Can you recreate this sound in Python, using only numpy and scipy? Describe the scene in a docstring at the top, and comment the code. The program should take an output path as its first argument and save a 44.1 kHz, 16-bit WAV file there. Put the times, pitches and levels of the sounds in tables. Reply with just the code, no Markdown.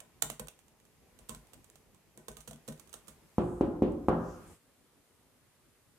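"""Fingers type lightly on a laptop, right of a pair of microphones in a small quiet room.
Key caps snap and rattle, and the landing fingers thump the laptop shell and the desk under it.
Four knuckle blows ring a hollow wooden door, which buzzes in its frame and echoes in a hall.
Cloth swishes faintly; then the door's echo cuts off and the room hiss drops a little."""
import sys
import numpy as np
from scipy import signal
from scipy.fft import rfft, irfft
from scipy.io import wavfile
from scipy.ndimage import uniform_filter1d

SR = 44100
rng = np.random.default_rng(int(sys.argv[2]) if len(sys.argv) > 2 else 0)


def dump_mix(stems):
    """Bounce the given channels to the path in sys.argv[1] as a 16-bit WAV at rate SR."""
    frames = np.atleast_2d(stems).T  # one column per channel
    limited = np.clip(frames, -1, 1)  # hard clip at full scale
    pcm = np.round(limited * 32767).astype(np.int16)
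    wavfile.write(sys.argv[1], SR, pcm)


N = 263718

# reverb time of the small room around the desk: f/Hz, t60/s
ROOM_DECAY = [(100, 0.2), (500, 0.22), (2000, 0.34), (6000, 0.26), (14000, 0.21)]
# stereo image of the thump and knock echoes, centred in the bass: f/Hz, left-right correlation
ECHO_IMAGE = [(60, .998), (130, .997), (290, .87), (640, .7), (1400, .25), (3000, .05)]
# stereo image of the room tone and the key snap echoes: f/Hz, left-right correlation
AIR_IMAGE = [(60, 0.78), (240, 0.62), (950, 0.74), (3770, 0.0065), (15000, 0.02)]
CUT_S = 4.537  # the door's echo stops and the hiss drops
PUSH_PEAK_S = 0.003  # a blow's force peaks this far into its sound
LEFT_LAG_SAMPLES = 7  # the laptop reaches the left microphone late


def amp(db):
    return 10 ** (np.asarray(db) / 20)


def unit_rms(x):
    return x / np.sqrt(np.mean(x ** 2) + 1e-20)


def curve_at(points, hz):
    """Read a breakpoint curve along a log frequency axis."""
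    f, value = np.transpose(points)
    return np.interp(np.log(hz + 1), np.log(f + 1), value)


def add(mix, start_s, sound):
    part = mix[..., round(start_s * SR):][..., :sound.shape[-1]]
    part += sound[..., :part.shape[-1]]


def band_noise(edges_hz, shape):
    white = rng.standard_normal(shape)
    return unit_rms(signal.lfilter(*signal.butter(2, edges_hz, "band", fs=SR), white))


def stereo_noise(spectrogram_db, correlation, size):
    """Noise shaped by a spectrogram (bins x frames), with a left-right correlation per bin."""
    a, b, c, d = rng.standard_normal(spectrogram_db.shape[::-1] + (4,)).T
    correlation = np.clip(correlation, 0, 1)[:, None]
    left = a + 1j * b
    right = correlation * left + np.sqrt(1 - correlation ** 2) * (c + 1j * d)
    spectra = np.array([left, right]) * amp(spectrogram_db)
    return signal.istft(spectra, nperseg=size, noverlap=size * 3 // 4)[1]


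def reverb(x, decays, image, predelay_s, size):
    """A dense tail that starts with the first wall; each band dies at its own speed."""
    hz, t = np.fft.rfftfreq(size, 1 / SR), np.arange(4 * SR // size) * size / 4 / SR
    tail = stereo_noise(-60 * t / curve_at(decays, hz)[:, None], curve_at(image, hz), size)
    tail *= np.arange(tail.shape[1]) > predelay_s * SR
    return signal.fftconvolve(x[None], tail / np.linalg.norm(tail[0]), axes=1)[:, :N]


def strike(modes, db, contact_ms, drive, phase_lag, swell_cycles):
    """A rounded push sets off modes that swell and ring out; longer contact sounds duller."""
    hz, mode_db, t60 = np.transpose(modes)[:, :, None]
    t = np.arange(SR // 2) / SR
    swell = 1 - np.exp(-(t + 1 / SR) * hz / swell_cycles)
    decay = amp(mode_db + curve_at(drive, hz) - 60 * t / t60)
    ring = (swell * decay * np.cos(2 * np.pi * hz * t - phase_lag)).sum(0)
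    push = (1 + ((t[:300] - PUSH_PEAK_S) * 1000 / contact_ms) ** 2) ** -2
    return amp(db) * signal.oaconvolve(ring, push / push.sum())[:len(t)] / amp(mode_db).sum()


def room_tone():
    """Room air and microphone hiss, lumpy in the bass, softer after the cut."""
    # noise colour before the cut: f/Hz, level/dB
    early_colour = [(15, -38), (25, -5), (48, -2), (70, -6.5), (202, -4.5), (273, -11), (410, -8),
                    (568, -13.5), (1090, -16.5), (1470, -20.5), (2270, -19.5), (3910, -25), (12600, -24),
                    (15200, -34.5), (16500, -51)]
    # noise colour after the cut: f/Hz, level/dB
    late_colour = [(15, -54), (25, -18), (38, -7), (74, -15.5), (108, 7.5), (146, -14), (197, -10.5),
                   (266, -5.5), (304, -13), (378, -9.5), (726, -17.5), (1180, -18), (5720, -25.5),
                   (10000, -22), (14800, -28.5), (16500, -82)]
    # slow gain ride before the cut: t/s, level/dB
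    ride = [(0, 2.5), (.8, 0.8), (1.4, 4), (2.0, 1), (2.9, 4.5), (3.3, 4), (3.9, 1), (4.5, 8.5)]
    hz, t = np.fft.rfftfreq(1024, 1 / SR), np.arange(N // 256 + 5) * 256 / SR

    def bed_db(colour):
        db = curve_at(colour, hz)[:, None]
        total_db = 10 * np.log10(np.sum(amp(db) ** 2))
        return db - total_db - 66

    early_db = bed_db(early_colour) + np.interp(t, *np.transpose(ride))
    crossfade = np.clip((t - CUT_S) / 0.05, 0, 1)
    flicker = uniform_filter1d(rng.standard_normal((len(t), len(hz))), 10, axis=0)
    lumps = unit_rms(uniform_filter1d(flicker, 14, axis=1)).T
    depth_db = curve_at([(300, 2.1), (1500, 0.4)], hz)[:, None]
    spectrogram_db = early_db * (1 - crossfade) + bed_db(late_colour) * crossfade + depth_db * lumps
    return stereo_noise(spectrogram_db, curve_at(AIR_IMAGE, hz), size=1024)[:, :N]


def key_snaps():
    """Key caps snap down and back: a short burst of noise, then a weaker rattle of the loose cap."""
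    # cap snaps: t/s, level/dB, snap t60/s, rattle re snap/dB
    snaps = [(0.0024, -41.5, 0.023, -36), (0.22, -38, 0.018, -25), (0.2217, -26.5, 0.014, -32),
             (0.2229, -15.5, 0.014, -35), (0.2967, -44, 0.0067, -22), (0.3, -27.5, 0.013, -22),
             (0.3952, -32.5, 0.023, -29), (0.4716, -41, .0084, -33), (0.4831, -35.5, 0.013, -25),
             (0.59, -56, 0.017, -17), (0.6814, -58, .014, -18), (0.8, -56.5, 0.0087, -26),
             (0.852, -55, .0087, -19), (1.1888, -55, 0.019, -11), (1.2878, -52, 0.03, -5),
             (1.2931, -28.5, 0.0098, -21.5), (1.3473, -39.5, 0.012, -20.5), (1.47, -57, .015, -24),
             (1.5332, -48.5, 0.026, -18.5), (1.542, -50, 0.013, -26), (1.643, -53, 0.016, -19),
             (1.6999, -44, 0.007, -33), (1.756, -51, 0.016, -17), (1.946, -58, 0.012, -14),
             (2.175, -44.5, 0.0085, -19), (2.2824, -39, 0.027, -18.5), (2.315, -52.5, .011, -9),
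             (2.3685, -40.5, 0.012, -16), (2.4048, -49.5, 0.033, -13), (2.475, -45, 0.051, -13),
             (2.5094, -45.5, 0.02, -16), (2.531, -48, 0.024, -25), (2.5594, -51, .0098, -33),
             (2.6773, -48.5, .033, -4), (2.6858, -39, 0.014, -23), (2.723, -50, 0.021, -15),
             (2.7766, -57, .012, -13), (2.796, -44.5, 0.018, -20), (2.8738, -52.5, 0.012, -18),
             (2.893, -54, 0.024, -26), (2.9287, -46, .02, -9), (2.9392, -40.5, 0.022, -17),
             (3.072, -55.5, 0.016, -11), (3.081, -50, 0.034, -6.5), (3.92, -60.5, 0.017, -20)]
    # colour of a cap's snap: f/Hz, level/dB
    cap_colour = [(350, -29), (600, 4), (1290, 4), (2090, -6.5), (2650, -7.5), (2960, -9.5), (3300, -9.5),
                  (5150, -17), (6250, -9.5), (9090, -5), (10400, -12.5), (13200, -16.5), (16500, -15)]
    low_shelf = [(1800, -12.5), (3300, 0.019)]  # thins the snap's body: f/Hz, level/dB
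    pan_db, rattle_t60 = [[-5.5], [5.5]], 0.18
    t, hz = np.arange(4096) / SR, np.fft.rfftfreq(4096, 1 / SR)
    colour = amp(curve_at(cap_colour, hz) + curve_at(low_shelf, hz))
    attack = 1 - np.exp(-(t / 0.0006) ** 2)
    send, direct = np.zeros(N), np.zeros((2, N))
    for start_s, db, t60, rattle_db in snaps:
        grain = unit_rms(irfft(rfft(rng.standard_normal((2, len(t)))) * colour))
        grain[0] = 0.7 * grain[1] + 0.7 * grain[0]  # the far microphone is partly shadowed
        decay = amp(-60 * t / t60) + amp(rattle_db - 60 * t / rattle_t60)
        snap = amp(db) * attack * decay * grain
        add(send, start_s, snap[1])
        add(direct, start_s, snap * amp(pan_db))
    direct[0] = np.roll(direct[0], LEFT_LAG_SAMPLES)
    return direct + amp(-7.5) * reverb(send, ROOM_DECAY, AIR_IMAGE, predelay_s=0.0056, size=256)


def finger_thumps():
    """Each landing finger rings desk top and laptop shell, and the patch of shell under its key."""
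    # fingers bottoming out: t/s, level/dB, low drive/dB, mid drive/dB, patch f/Hz, patch level/dB
    landings = [(0.011, -37.5, -13, -22, 664, -2), (0.225, -24.5, -23, -9.5, 847, -5.5),
                (0.232, -33.5, 3, 3.5, 1064, -1), (0.299, -32.5, -7, 0.5, 647, 0),
                (0.396, -26.5, -2, -5, 508, -3.5), (1.194, -44, 6.5, -8, 428, -6),
                (1.293, -31.5, 1, 2, 439, 5.5), (1.303, -38.5, -8, -1, 1037, 8),
                (1.348, -47, 15.5, 7, 450, -1), (1.536, -43.5, 2, -11, 552, 1),
                (2.174, -35.5, -13, -4, 368, 3), (2.283, -27.5, -2, -7, 426, 5.5),
                (2.369, -40.5, 7, -2, 1235, -2), (2.476, -39, 5, 5.5, 480, -2), (2.51, -39, -11, 2, 671, 8),
                (2.54, -44, -25, 11, 460, 4), (2.683, -29, -7, 7, 540, -2), (2.941, -36.5, -5, -10, 418, 5),
                (3.082, -41.5, -4, -0.5, 533, -2)]
    # modes of desk top and laptop shell: f/Hz, level/dB, t60/s
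    desk_modes = [(52.2, -3, 0.28), (123, -9, 0.18), (155, 0, 0.18), (230.8, 3, 0.072), (337, -34, 0.45),
                  (448.7, 6, 0.036), (619, -5.5, 0.1), (810, -13, 0.042), (866, -18.5, 0.12),
                  (1004, -12, 0.11), (1514, -17, 0.12), (1854, -14, 0.06)]
    contact_ms, patch_t60 = 0.062, 0.07
    mono = np.zeros(N)
    for start_s, db, low_db, mid_db, patch_hz, patch_db in landings:
        modes = desk_modes + [(patch_hz, patch_db, patch_t60)]
        drive = [(50, low_db), (200, mid_db), (800, 0.014)]  # weight of the hand: f/Hz, level/dB
        phase_lag = np.pi * rng.random((len(modes), 1))  # bending waves reach each part at its own time
        thump = strike(modes, db, contact_ms, drive, phase_lag, swell_cycles=0.65)
        add(mono, start_s - PUSH_PEAK_S, thump)
    direct = np.array([amp(4) * np.roll(mono, LEFT_LAG_SAMPLES), mono])
    return direct + amp(4) * reverb(mono, ROOM_DECAY, ECHO_IMAGE, predelay_s=0.0032, size=512)


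def door_knocks():
    """Knuckles crack on the panel; it rings, buzzes in its frame and fills the hall until the cut."""
    # knuckle blows: t/s, level/dB, contact/ms, spot on the panel (-1 middle to 1 edge)
    knocks = [(3.3829, -4, 0.36, 0.023), (3.6101, -5.5, 0.33, -0.78), (3.8218, -3, .43, -1),
              (4.085, -2.5, 0.26, 0.13)]
    # modes of the hollow door: f/Hz, level/dB, t60/s
    door_modes = [(54.6, -20.5, 0.25), (94, -11.5, 0.13), (122, -15.5, 0.218), (169.8, -11.5, 0.47),
                  (220, -2.5, 0.05), (248, -16, 0.072), (302, 2, 0.033), (354.6, -10, .4),
                  (398.4, -1.5, 0.1), (500, -11, 0.11), (516.5, -6, 0.031), (550, -5.5, 0.03),
                  (625, -9.5, 0.12), (692, -2, 0.047), (840, 0.5, 0.017), (891, -9, 0.027), (981, -5, 0.04),
                  (1135, -4.5, 0.038), (1209, -13.5, 0.13), (1421, -18, 0.23), (1527, -27.5, 0.066),
                  (1640, -17, 0.018), (2130, -23.5, .03), (2600, -21.5, .03), (3200, -20, 0.024)]
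    # how hard a blow drives the modes: f/Hz, level/dB, change per unit of spot/dB
    spot_drive = [(49.8, 3.5, 0.5), (174.4, 9, 8), (308, 5.5, -7.5), (519.5, 4.5, 0.5), (800, 4.5, 1.5),
                  (1110, 6, 15), (1640, 3.5, 4), (2500, -5.5, -0.5)]
    # reverb time of the hall at the door: f/Hz, t60/s
    hall_decay = [(60, 1), (200, 0.66), (500, 0.68), (1000, 0.69), (1600, 0.99), (2100, 0.4), (3200, 0.35),
                  (5000, 0.64)]
    crack_t60, buzz_t60, wall_delay_s = 0.045, 0.36, 0.003755
    out, t = np.zeros((2, N)), np.arange(SR // 2) / SR
    for start_s, db, contact_ms, spot in knocks:
        drive = [(hz, drive_db + spot * change_db) for hz, drive_db, change_db in spot_drive]
        phase_lag = rng.uniform(-0.3, 1.1, (len(door_modes), 1))  # the panel's parts radiate out of step
        panel = strike(door_modes, db, contact_ms, drive, phase_lag, swell_cycles=0.066)
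        wall_bounce = amp(-10.5) * np.pad(panel, (round(wall_delay_s * SR), 0))[:len(t)]
        body = panel + wall_bounce
        crack_decay = amp(-65 - 60 * (t - PUSH_PEAK_S) / crack_t60) * (t > PUSH_PEAK_S)
        crack = crack_decay * band_noise([4200, 10500], len(t)) / contact_ms  # hard contact cracks more
        buzz = amp(db - 49 - 60 * t / buzz_t60) * band_noise([1500, 3100], (2, len(t)))
        direct = np.array([np.roll(body, LEFT_LAG_SAMPLES // 2), body]) + crack
        send = body + amp(-11.5) * crack  # each spot excites the hall anew
        hall = amp(-2) * reverb(send, hall_decay, ECHO_IMAGE, predelay_s=0.007, size=1024)
        add(out, start_s, buzz)
        add(out, start_s - PUSH_PEAK_S, direct)
        add(out, start_s - PUSH_PEAK_S, hall)
    gate = np.clip((CUT_S - np.arange(N) / SR) / 0.0031, 0, 1)
    return out * gate


def cloth_swishes():
    """Cloth rubs as someone moves: bands of fine friction noise that swell and fade."""
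    # swishes: middle t/s, half length/s, level/dB, centre f/Hz
    swishes = [(3.5, 0.17, -67.5, 8200), (4.31, 0.091, -64.5, 6200), (4.512, 0.074, -65, 8100)]
    hz, t = np.fft.rfftfreq(256, 1 / SR), np.arange(N // 64 + 5) * 64 / SR
    power = 1e-18
    for middle_s, half_s, db, centre_hz in swishes:
        band = amp(-60 * np.log2((hz[:, None] + 1) / centre_hz) ** 2)
        swell = amp(db - 10 * ((t - middle_s) / half_s) ** 2)
        power = power + (band / np.linalg.norm(band) * swell) ** 2
    return stereo_noise(10 * np.log10(power), correlation=np.full_like(hz, 0.45), size=256)[:, :N]


def scene():
    return key_snaps() + finger_thumps() + door_knocks() + room_tone() + cloth_swishes()


def record(dry):
    """The microphones lose the deepest bass, the input rounds off peaks, a low-pass trims the top."""
    low_cut_hz, ceiling, high_cut_hz = 41, 0.42, 16000
    thinned = signal.sosfilt(signal.butter(3, low_cut_hz, "high", fs=SR, output="sos"), dry)
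    rounded = ceiling * np.tanh(thinned / ceiling)
    low_pass = signal.firwin(101, high_cut_hz, window=("kaiser", 9), fs=SR)
    return signal.oaconvolve(rounded, low_pass[None], "same")


dry = scene()
out = record(dry)
dump_mix(out)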